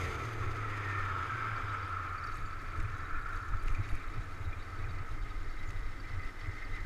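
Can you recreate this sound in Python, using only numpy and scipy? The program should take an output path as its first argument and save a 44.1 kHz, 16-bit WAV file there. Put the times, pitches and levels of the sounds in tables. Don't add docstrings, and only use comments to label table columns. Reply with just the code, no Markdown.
import sys
import numpy as np
from scipy import signal
from scipy.fft import rfft, irfft, next_fast_len
from scipy.io import wavfile
from scipy.ndimage import uniform_filter1d

SR = 44100
rng = np.random.default_rng(int(sys.argv[2]) if len(sys.argv) > 2 else 0)


def gain_from_decibels(decibels):
    exponent = np.asarray(decibels, float) / 20
    return 10 ** exponent


def unload_audio(sound):
    columns = np.transpose(np.atleast_2d(sound))
    steps = np.round(np.clip(columns, -1, 1) * 32767)
    wavfile.write(sys.argv[1], SR, steps.astype(np.int16))


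N = 302085
T = np.arange(N) / SR

# [multiple of the cycle, level/dB]
UPPER_ORDERS = [(5, -10), (6, -8), (8, -5), (9, -3), (10, -3), (11, -7), (12, -2), (13, -5), (15, -7)]
# [f/Hz, level/dB]
MOUNT_RESPONSE = [(70, -25), (80, -15), (85, -8), (90, -2.5), (97, 0), (113, -3.5), (122, -9), (132, -17),
                  (170, -24)]
# [f/Hz, level/dB per Hz]
HEAVE_SPECTRUM = [(3, -32), (6, -15), (14, 5), (27, 0.5), (40, -10.5), (55, -11), (70, -57)]
# [f/Hz, level/dB per Hz]
BOOM_SPECTRUM = [(45, -33), (60, -25), (78, 1), (95, 1), (110, -4), (130, -19), (155, -20.5), (200, -61)]
# [f/Hz, level/dB per Hz]
DRONE_SPECTRUM = [(88, -6), (150, -3), (193, -5), (225, -8), (281, 0.5), (354, -4), (440, -3), (520, -8.5),
                  (626, -8.5), (678, -7), (814, -7.5), (1000, -11.5), (1300, -4), (2200, -120)]
# [t/s, half length/s, heave level/dB, boom level/dB]
BUMPS = [(0, 0.27, -60, -24.5), (0.098, 0.089, -44, -40), (0.46, 0.11, -37, -27), (0.672, 0.21, -42.5, -39),
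         (1.056, 0.078, -38.5, -50), (1.325, 0.097, -60, -29), (1.596, 0.24, -43.5, -32),
         (2.256, .1, -50, -40.5), (2.446, 0.21, -38, -40.5), (2.833, 0.074, -33, -35.5),
         (3.173, 0.064, -32, -48), (3.34, 0.24, -39, -45.5), (3.544, 0.044, -28.5, -40.5),
         (3.674, 0.054, -28.5, -42), (3.719, 0.039, -26, -39), (3.794, 0.028, -33, -34.5),
         (3.934, 0.038, -27, -38.5), (4.075, 0.028, -32.5, -52), (4.187, 0.064, -35.5, -37),
         (4.485, 0.039, -32, -43), (4.403, 0.036, -45, -42), (4.84, 0.032, -40, -39),
         (4.894, 0.2, -36.5, -40.5), (4.92, 0.031, -40, -39), (5.018, 0.043, -38, -41),
         (5.474, 0.035, -40, -42), (5.147, 0.077, -33.5, -52), (5.49, 0.64, -35, -50),
         (5.723, 0.07, -34.5, -37.5), (5.842, 0.081, -32, -55), (6.143, 0.074, -35, -43.5),
         (6.263, 0.024, -33, -52), (6.487, 0.029, -33.5, -34), (6.784, 0.22, -35.5, -45)]
# [t/s, half length/s, level/dB]
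LULLS = [(2.49, 0.075, -4.5), (3.092, .04, -4), (3.448, 0.058, -1.5), (4.047, 0.033, -8), (4.583, .06, -1),
         (5.072, 0.024, -8), (5.17, .04, -3), (5.538, 0.064, -8), (5.922, 0.11, -3.5), (6.34, 0.057, -11),
         (6.607, 0.073, -5.5), (6.768, .025, -2)]
# [t/s, fast hiss share 0-1, slow cavity share 0-1]
PACE = [
    (0, 0.56, 0.43),
    (.45, 0.33, 0.3),
    (1.8, 0.07, 0.14),
    (4.9, 0.09, 0.57),
    (5.4, 0.0, 0.87),
    (6.85, 0.06, 0.96),
]
# [t/s, rush level/dB, blowing of the main cavity level/dB]
AIR = [(0, -43, -42), (.4, -51, -45.5), (.9, -45.5, -42), (1.12, -48.5, -39), (1.41, -46.5, -40),
       (1.66, -51, -42), (2.08, -52, -41.5), (2.33, -52.5, -42.5), (2.46, -54.5, -47), (2.9, -53, -47),
       (3.1, -54, -43), (3.38, -54.5, -42.5), (3.5, -58, -47), (3.79, -51.5, -49.5), (4.45, -55.5, -53.5),
       (4.83, -53, -50.5), (5.38, -55, -56), (6.2, -50.5, -55), (6.85, -49.5, -57.5)]
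# [t/s, half length/s, level/dB]
GUSTS = [
    (0.435, 0.034, 5.5),
    (3.543, 0.0062, 6),
    (6.631, 0.0082, 5),
    (1.748, 0.024, 6),
    (3.207, 0.038, -2),
    (6.344, 0.034, -2.5),
    (6.77, 0.038, 5.5),
]
# [t/s, half length/s, level/dB]
PUFFS = [
    (5.484, .03, 4.5),
    (5.633, 0.02, 4),
    (5.682, 0.016, 2),
    (6.005, .02, -5),
    (6.09, 0.047, 1),
    (6.156, .015, -1),
    (6.23, 0.057, 2),
    (6.325, 0.033, -2.5),
    (6.47, 0.012, 4),
    (6.591, 0.061, -0.5),
]
# [f/Hz, width/Hz, level/dB]
SHOULDER_CAVITIES = [(1530, 223, 3), (1750, 144, 3.5)]
# [f/Hz, width/Hz, level/dB]
UPPER_CAVITIES_FAST = [(1934, 580, -2), (2226, 405, 3.5), (2495, 380, -8)]
# [f/Hz, width/Hz, level/dB]
UPPER_CAVITIES_SLOW = [(1520, 87, -12), (1856, 113, 2), (2031, 180, 4.5), (2475, 110, -19)]
# [f/Hz, level/dB per Hz]
HISS_FAST = [(1470, -50), (2500, -10), (2970, -4.5), (3230, -6), (3720, -6.5), (4040, -31), (4760, -5),
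             (5700, -28), (6060, -6.5), (6340, -5.5), (7640, -18), (8880, -17.5), (10200, -25),
             (11800, -20), (15000, -35)]
# [f/Hz, level/dB per Hz]
HISS_SLOW = [(1500, -12), (2500, 0), (3000, -3), (3400, -3.5), (3800, -3), (4200, -5), (4650, -6.5),
             (4950, -9.5), (5350, -8.5), (5800, -14.5), (6500, -14), (8500, -25.5), (11200, -23.5),
             (15000, -45)]
# [f/Hz, t60/s, level/dB]
CHATTER_PARTS = [(3870, 0.044, -2.0), (4530, 0.025, 0.5), (5380, 0.0089, -1),
                 (6370, 0.012, -5.5), (6840, 0.014, -4), (11060, 0.011, -7.5)]
# [t/s, peak level/dB]
TICKS = [(0.2191, -64), (0.253, -54), (0.3288, -50), (0.4056, -60), (1.877, -60), (1.895, -59),
         (2.2674, -55), (2.3447, -54), (2.37, -50), (2.4036, -57), (2.618, -55), (2.7638, -61),
         (2.7767, -59), (2.7967, -57), (2.825, -51), (3.2634, -68), (3.2883, -57), (3.3265, -57),
         (3.3559, -53), (3.6256, -64), (3.6343, -52), (3.6581, -57), (3.893, -53), (3.9515, -50.5),
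         (4.0764, -56), (5.091, -59), (5.1214, -57), (5.2975, -64.5), (5.7023, -59), (6.2484, -57)]
# [f/Hz, t60/s, level/dB]
TICK_COLOUR = [(8850, 0.0011, 10), (11400, 0.0027, -3), (12600, .0015, -5)]
# [t/s, tyre song f/Hz, song level/dB, roar level/dB]
CAR_PASS = [
    (.5, 2050, -60, -59.5),
    (.8, 1847, -49, -51.5),
    (1.0, 1790, -44.5, -54),
    (1.15, 1673, -57, -49.5),
    (1.35, 1548, -47, -50.5),
    (1.6, 1602, -48.5, -50.5),
    (1.85, 1534, -60, -52.5),
    (2.2, 1513, -70, -65),
]
# [f/Hz, level/dB per Hz]
CAR_ROAR = [(600, -42), (900, 7), (1050, 4.5), (1500, 7), (2400, -15), (3000, -4.5), (3600, -6.5),
            (4200, -22), (5000, -11.5), (6300, -36), (7500, -21)]
# [t/s, peak level/dB, f/Hz]
KNOCKS = [(1.203, -35, 1300), (2.212, -60, 5300), (2.268, -54, 5500), (2.8, -45, 2400), (2.803, -45, 2000),
          (3.538, -41, 1330), (3.89, -49, 2350), (4.53, -57, 3400), (6.25, -53, 2650), (6.55, -55, 680),
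          (6.61, -56, 680), (6.626, -43, 2000), (6.775, -55, 670)]
# [t/s, half length/s, level/dB]
FLURRIES = [(1.3, .1, -3), (1.58, .06, -8), (2.27, 0.016, 0), (2.362, 0.05, 1), (2.63, .02, 0),
            (2.793, 0.033, -3), (2.983, .015, 0), (3.352, 0.05, 0), (3.486, 0.013, -6), (3.707, 0.09, 2),
            (3.926, .05, 4), (4.44, .02, -2), (5.108, 0.033, -5), (5.697, .03, -1), (5.782, .02, 0),
            (6.242, 0.035, -4), (6.748, .05, -8)]
# [f/Hz, t60/s, level/dB]
FLURRY_PARTS = [(6400, .004, 7), (7000, .004, -2), (8100, .003, -15), (9300, .003, -2), (11000, .004, -4),
                (13000, .002, -9)]
# [t/s, peak level/dB]
CLINKS = [(1.355, -61), (1.638, -55), (1.689, -44), (1.785, -53), (3.327, -46), (3.494, -48), (3.746, -52),
          (3.836, -49), (3.891, -46), (3.978, -49), (4.026, -49), (4.141, -55), (4.445, -47),
          (4.462, -54.5), (4.487, -51), (4.588, -47), (4.603, -45), (4.809, -57), (4.885, -47), (4.9, -50),
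          (5.22, -49), (5.299, -47), (5.587, -49), (5.703, -49), (5.759, -47), (5.916, -55), (6.381, -56),
          (6.571, -57), (6.735, -45.5), (2.2694, -51), (2.695, -56), (2.7977, -50), (2.8362, -54),
          (3.6563, -57), (3.8124, -56), (3.9242, -55), (3.9496, -53), (4.0768, -50), (4.1157, -55.5),
          (4.2674, -57), (4.4056, -54), (4.6485, -55), (4.7857, -51), (5.104, -54), (5.4293, -53),
          (6.1322, -58), (6.2374, -52), (6.7114, -50)]
# [t/s, peak level/dB]
TINKS = [(1.5626, -48), (1.6924, -55), (1.8286, -50), (1.8605, -57), (1.9234, -55), (1.9678, -57),
         (2.1359, -59.5), (2.1798, -48), (2.2377, -45), (2.2716, -46), (2.3165, -50), (2.4596, -49),
         (2.531, -53), (2.6607, -54), (2.6948, -59), (2.7704, -52), (3.2658, -60), (3.3621, -51),
         (3.5936, -52), (3.8934, -57), (4.6247, -52), (4.677, -57), (2.5069, -58), (2.882, -60),
         (3.0033, -56), (3.0941, -57), (3.1894, -62), (3.289, -56.5), (3.9267, -56), (4.8102, -60),
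         (4.893, -58), (5.2227, -58.5), (5.3, -57), (5.355, -58), (5.5201, -57), (5.6298, -59),
         (5.6877, -54), (6.0553, -62), (6.3008, -60), (6.7533, -60), (6.7882, -60), (4.9467, -55),
         (5.9993, -47), (6.2297, -51.5), (6.4144, -61), (6.4815, -61), (6.5488, -51), (6.6471, -51)]
# [t/s, level/dB, f/Hz, length/s]
SQUEAKS = [
    (1.73, -67, 7900, 0.018),
    (2.355, -61, 8050, 0.012),
    (2.453, -66, 7140, 0.033),
    (5.663, -64, 7000, 0.033),
]
# [t/s, peak level/dB]
SCUFFS = [(1.829, -58), (2.2377, -49), (2.2671, -56), (2.316, -51.5), (2.4492, -53), (2.5305, -62),
          (2.661, -58), (2.7699, -55), (2.7987, -44), (3.3262, -51), (3.4846, -49), (3.678, -42),
          (3.745, -46), (3.8844, -47.5), (5.219, -55.5), (5.625, -51), (5.702, -45), (5.9996, -60),
          (6.548, -68), (6.7489, -53)]
# [t/s, peak level/dB, knock against thud level/dB]
JOLTS = [(2.377, -47, -5), (2.79, -49, 9.5), (2.82, -56, -9), (3.522, -50, -13), (3.656, -48.5, 6),
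         (3.717, -52, 1), (3.791, -48, 7), (3.928, -59, 14), (4.157, -47.5, 2), (4.188, -69, 4),
         (4.904, -47, -6), (5.718, -53, -0.5), (6.465, -60, -4)]
# [t/s, peak level/dB]
CHIRPS = [(2.682, -43), (2.845, -40.5), (2.885, -44), (3.153, -41), (3.747, -37), (3.782, -41),
          (3.841, -39), (3.945, -43), (4.012, -43), (4.528, -35.5), (4.841, -41), (6.043, -44)]
# [f/Hz, level/dB per Hz]
SELF_NOISE = [(4000, -16), (6000, -2.5), (8000, -4), (11000, -11), (13500, -11), (15200, -16), (15400, -40)]


def rms_one(x):
    return x / np.sqrt(np.mean(x ** 2) + 1e-20)


def in_time(rows):
    s, *columns = np.transpose(rows)
    return [np.interp(T, s, column) for column in columns]


def hump(at_s, half_s):
    out, half_s = np.zeros(N), max(half_s, .008)
    near = slice(max(round((at_s - 4 * half_s) * SR), 0), round((at_s + 4 * half_s) * SR))
    out[near] = np.exp(-((T[near] - at_s) / half_s) ** 2)
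    return out


def swells_db(rows):
    return sum(db * hump(s, half_s) for s, half_s, db in rows)


def coloured(spectrum):
    size = next_fast_len(N)
    hz, db = np.transpose(spectrum)
    bins_hz = np.arange(size // 2 + 1) * SR / size + 1e-3
    shape_db = np.interp(np.log(bins_hz), np.log(hz), db, left=-150, right=-150)
    return rms_one(irfft(rfft(rng.standard_normal(size)) * gain_from_decibels(shape_db), size)[:N])


def evened(x, span_s, share):
    swell = np.sqrt(uniform_filter1d(x ** 2, round(span_s * SR)) + 1e-4)
    return rms_one(x / swell ** share)


def drift(rate):
    r = np.exp(-80 * np.pi * rate / SR)
    slow = signal.lfilter([1], [1, -2 * r, r * r], rng.standard_normal(N // 40 + 2002))[2000:]
    return np.interp(np.arange(N) / 40, np.arange(len(slow)), rms_one(slow - slow.mean()))


def cavity(hz, width_hz):
    sos = signal.butter(2, width_hz / 2, fs=SR, output="sos")
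    a, b = signal.sosfilt(sos, rng.standard_normal((2, N + 4000)))[:, 4000:]
    turn = 2 * np.pi * np.cumsum(np.broadcast_to(hz, N)) / SR
    return rms_one(a * np.cos(turn) + b * np.sin(turn))


def cavities(modes):
    return rms_one(sum(gain_from_decibels(db) * cavity(hz, width_hz) for hz, width_hz, db in modes))


def ring(clicks, hz, t60):
    r, w = gain_from_decibels(-60 / (t60 * SR)), 2 * np.pi * hz / SR
    return signal.lfilter([0, np.sin(w)], [1, -2 * r * np.cos(w), r * r], clicks + 1e-18)


def strikes(times, db):
    clicks = np.zeros(N)
    clicks[np.round(np.asarray(times) * SR).astype(int)] = gain_from_decibels(db)
    return clicks


def ring_parts(clicks, parts, level_db):
    dealt = rng.integers(0, len(parts), N)
    return sum(gain_from_decibels(level_db + db) * ring(clicks * (dealt == k), hz, t60)
               for k, (hz, t60, db) in enumerate(parts))


def rattle(events, hz, width_hz, rise_s, length_s, level_db):
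    s, db = np.transpose(events)
    t = np.arange(round(length_s * SR)) / SR
    touch = np.minimum(t / rise_s, 1) * np.cos(np.pi / 2 * t / length_s)
    tone = cavity(hz, width_hz)
    steadied = tone / (np.abs(signal.hilbert(tone, next_fast_len(N))[:N]) + .5)
    return 0.67 * steadied * signal.fftconvolve(strikes(s, db + level_db), touch)[:N]


def engine():
    idle_hz, knee_hz = 20.6, .6
    sagging_hz, held_hz, blip_hz = 41.4 - 9.5 * T, 36.4, 48.6 - 37 * T
    hanging_hz = -knee_hz * np.logaddexp(-sagging_hz / knee_hz, -held_hz / knee_hz)
    above_idle_hz = np.maximum(hanging_hz, blip_hz) - idle_hz
    cycle_hz = idle_hz + knee_hz * np.logaddexp(0, above_idle_hz / knee_hz)
    turn = 2 * np.pi * np.cumsum(cycle_hz) / SR

    load_db = 7 * np.exp(-T / .2)
    mount_hz, mount_db = np.transpose(MOUNT_RESPONSE)
    third_db = -38.5 + np.interp(3 * cycle_hz, mount_hz, mount_db) + load_db
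    fourth_db = -42.5 + np.interp(4 * cycle_hz, mount_hz, mount_db)
    uneven = gain_from_decibels(.8 * drift(8) - .7)
    out = uneven * (gain_from_decibels(third_db) * np.sin(3 * turn) + gain_from_decibels(fourth_db) * np.sin(4 * turn + 1))

    upper_db = -58 + 14 * np.log2(np.minimum(cycle_hz / 35, 1)) + load_db
    for order, db in UPPER_ORDERS:
        order_hz = order * cycle_hz
        passed_db = -.1 * np.maximum(order_hz - 450, 0) - .1 * np.clip(310 - order_hz, 0, 60)
        level_db = upper_db + db + passed_db + 2.5 * drift(5)
        out += gain_from_decibels(level_db) * np.sin(order * turn + .6 * drift(4))
    clutch = np.clip((2.4 - T) / 0.3, 0, 1)
    return np.sqrt(2) * out * clutch


def road():
    cobbles = np.clip((T - 1.72) / 0.86, 0, 1)
    heave = gain_from_decibels(-51 + 9 * cobbles)
    calm_boom = gain_from_decibels(-36.5 - 9.5 * cobbles)
    drone = gain_from_decibels(-53.5 - 2 * cobbles)
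    boom = calm_boom
    for s, half_s, heave_db, boom_db in BUMPS:
        swell = hump(s, half_s)
        heave = np.maximum(heave, gain_from_decibels(heave_db) * swell)
        boom = np.maximum(boom, gain_from_decibels(boom_db) * swell)
    lull = gain_from_decibels(swells_db(LULLS))
    heave = heave * lull ** 0.2
    boom = boom * lull
    drone = drone * (boom / calm_boom) ** 0.13 * gain_from_decibels(9 * in_time(PACE)[0])

    lumps_db = 0.36 * drift(5.1)
    thumps = evened(coloured(BOOM_SPECTRUM), 0.08, 0.75) * gain_from_decibels(2.5 * cobbles * drift(9))
    boom = boom * gain_from_decibels(-1.5 - 12.5 * (1 - cobbles) + lumps_db) * thumps

    full = coloured(DRONE_SPECTRUM)
    thin = rms_one(signal.sosfilt(signal.butter(1, 180, "high", fs=SR, output="sos"), full))
    hum = thin + cobbles * (full - thin)
    hum = hum + 0.3 * (1 - cobbles) * cavity(470, 120) + 0.38 * cobbles * cavity(305, 70)
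    drone = drone * gain_from_decibels(0.89 * lumps_db) * hum
    return heave * evened(coloured(HEAVE_SPECTRUM), 0.167, 1.0) + boom + drone


def wind():
    flutter_db, buffet_db, throb_db = 0.67, 1.9, 1.65
    fast, slow = in_time(PACE)
    upper_db, main_db = in_time(AIR)
    gusts_db = swells_db(GUSTS)
    upper_db, main_db = upper_db + gusts_db, main_db + gusts_db
    rush_db, blown_db = upper_db + 53, main_db + 47
    gust = drift(9.0)
    widening = hump(3.2, .36)
    throb = throb_db * slow * np.cos(2 * np.pi * 6.15 * (T - 6.095))

    main_hz = 1307.4 + 2.0 * blown_db - 15 * slow + 38 * widening
    main = (0.97 - 0.2 * slow) * cavity(main_hz, 147)
    main += (0.36 + 0.15 * slow) * cavity(main_hz, 55)
    main += gain_from_decibels(-10 - 1.6 * slow) * cavity(1120, 134)
    out = gain_from_decibels(main_db - 0.97 + flutter_db * (.5 * gust + drift(38))) * main

    (low_hz, low_width, low_db), (high_hz, high_width, high_db) = SHOULDER_CAVITIES
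    shoulder = gain_from_decibels(low_db) * cavity(low_hz, low_width)
    shoulder = shoulder + gain_from_decibels(high_db - 9.3 * slow) * cavity(high_hz, high_width)
    shoulder_db = -51.5 + 0.071 * rush_db + 0.43 * blown_db + 3.8 * widening
    out += gain_from_decibels(shoulder_db - 7.5 + flutter_db * (.5 * gust + drift(25))) * shoulder

    walking = 0.8 * cavities(UPPER_CAVITIES_SLOW) + 0.5 * cavity(2035 + 30 * drift(4.96), 49)
    upper = np.sqrt(1 - slow) * cavities(UPPER_CAVITIES_FAST) + np.sqrt(slow) * walking
    upper_db = upper_db - 1.86 + 0.67 * throb + swells_db(PUFFS)
    out += gain_from_decibels(upper_db + buffet_db * (0.09 * gust + 0.67 * drift(42))) * upper

    banded = np.maximum(fast, 0.21 * np.clip((1.85 - T) / 0.21, 0, 1))
    hiss = np.sqrt(banded) * coloured(HISS_FAST) + np.sqrt(1 - banded) * coloured(HISS_SLOW)
    hiss += slow * gain_from_decibels(-12) * cavity(5270, 370)
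    hiss_db = -62 + 0.39 * rush_db + 30 * fast ** 2
    return out + gain_from_decibels(hiss_db - 2.5 + throb + buffet_db * (0.24 * gust + 0.78 * drift(55))) * hiss


def chatter():
    busy = np.clip((T - 1.4) / 0.74, .1, 1) * gain_from_decibels(5.4 * drift(6))
    hits = rng.random(N) < 140 * busy / SR
    clicks = hits * gain_from_decibels(3.5 * np.minimum(rng.exponential(1, N), 2.5))
    return ring_parts(clicks, CHATTER_PARTS, -65.5)


def ticks():
    s, db = np.transpose(TICKS)
    contact = np.hanning(round(0.004 * SR))
    colour_db = 3.5 * rng.standard_normal((len(s), 3))
    noise, out = rng.standard_normal((3, N)), np.zeros(N)
    bright = signal.butter(2, 7500, "high", fs=SR, output="sos")
    for k, (hz, t60, level_db) in enumerate(TICK_COLOUR):
        clicks = strikes(s, db - 20.5 + level_db + colour_db[:, k])
        burst = signal.fftconvolve(clicks, contact)[:N] * noise[k]
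        out += signal.sosfilt(bright, ring(burst, hz, t60))
    return out


def passing_car():
    song_hz, song_db, roar_db = in_time(CAR_PASS)
    song = 0.85 * cavity(song_hz, 98) + 0.45 * cavity(song_hz, 35)
    return gain_from_decibels(song_db) * song + gain_from_decibels(roar_db) * coloured(CAR_ROAR)


def knocks():
    return sum(ring(strikes([s], db), hz, .04) for s, db, hz in KNOCKS)


def flurries():
    shake = sum(gain_from_decibels(db) * hump(s, half_s) for s, half_s, db in FLURRIES)
    sizes = shake * gain_from_decibels(3.5 * np.minimum(rng.exponential(1, N), 2.5))
    clicks = (rng.random(N) < 500 / SR) * sizes
    return ring_parts(clicks, FLURRY_PARTS, -63)


def clinks():
    return rattle(CLINKS, 3790, 200, rise_s=0.0054, length_s=0.024, level_db=-4.5)


def tinks():
    return rattle(TINKS, 4606, 67, rise_s=0.0013, length_s=0.014, level_db=0.67)


def squeaks():
    out = np.zeros(N)
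    for s, db, hz, length_s in SQUEAKS:
        t = np.arange(round(length_s * SR)) / SR
        tone = np.sin(2 * np.pi * hz * t) + 0.12 * np.sin(4 * np.pi * hz * t)
        out[round(s * SR):][:len(t)] += gain_from_decibels(db) * np.sqrt(np.sin(np.pi * t / length_s)) * tone
    return out


def scuffs():
    s, db = np.transpose(SCUFFS)
    rub = np.hanning(round(0.01 * SR))
    puffs = signal.fftconvolve(strikes(s, db - 6.0), rub)[:N] * rng.standard_normal(N)
    broad = signal.sosfilt(signal.butter(3, [1900, 7300], "band", fs=SR, output="sos"), puffs)
    low = signal.sosfilt(signal.butter(2, [1900, 3000], "band", fs=SR, output="sos"), puffs)
    return broad + 4.6 * low


def jolts():
    s, db, knock_db = np.transpose(JOLTS)
    thud = ring(strikes(s, db - 0.68), 158, 0.26)
    knock = ring(strikes(s, db + knock_db + 4.4), 320, 0.052)
    blow = np.hanning(round(0.0026 * SR))
    return np.convolve(thud + knock, blow / blow.sum())[:N]


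def latch_chirps():
    return rattle(CHIRPS, 2420, 125, rise_s=0.0013, length_s=0.018, level_db=-0.59)


def scene():
    mount = engine() + road() + jolts()
    air = wind() + passing_car()
    metal = clinks() + tinks() + latch_chirps()
    small = chatter() + ticks() + knocks() + flurries() + squeaks() + scuffs()
    return (mount + air + metal + small)[None]


def low_pass(x):
    return signal.sosfilt(signal.butter(12, 15230, fs=SR, output="sos"), x)


def record(dry):
    noisy = dry + gain_from_decibels(-73) * coloured(SELF_NOISE)
    return low_pass(noisy)


dry = scene()
out = record(dry)
unload_audio(out)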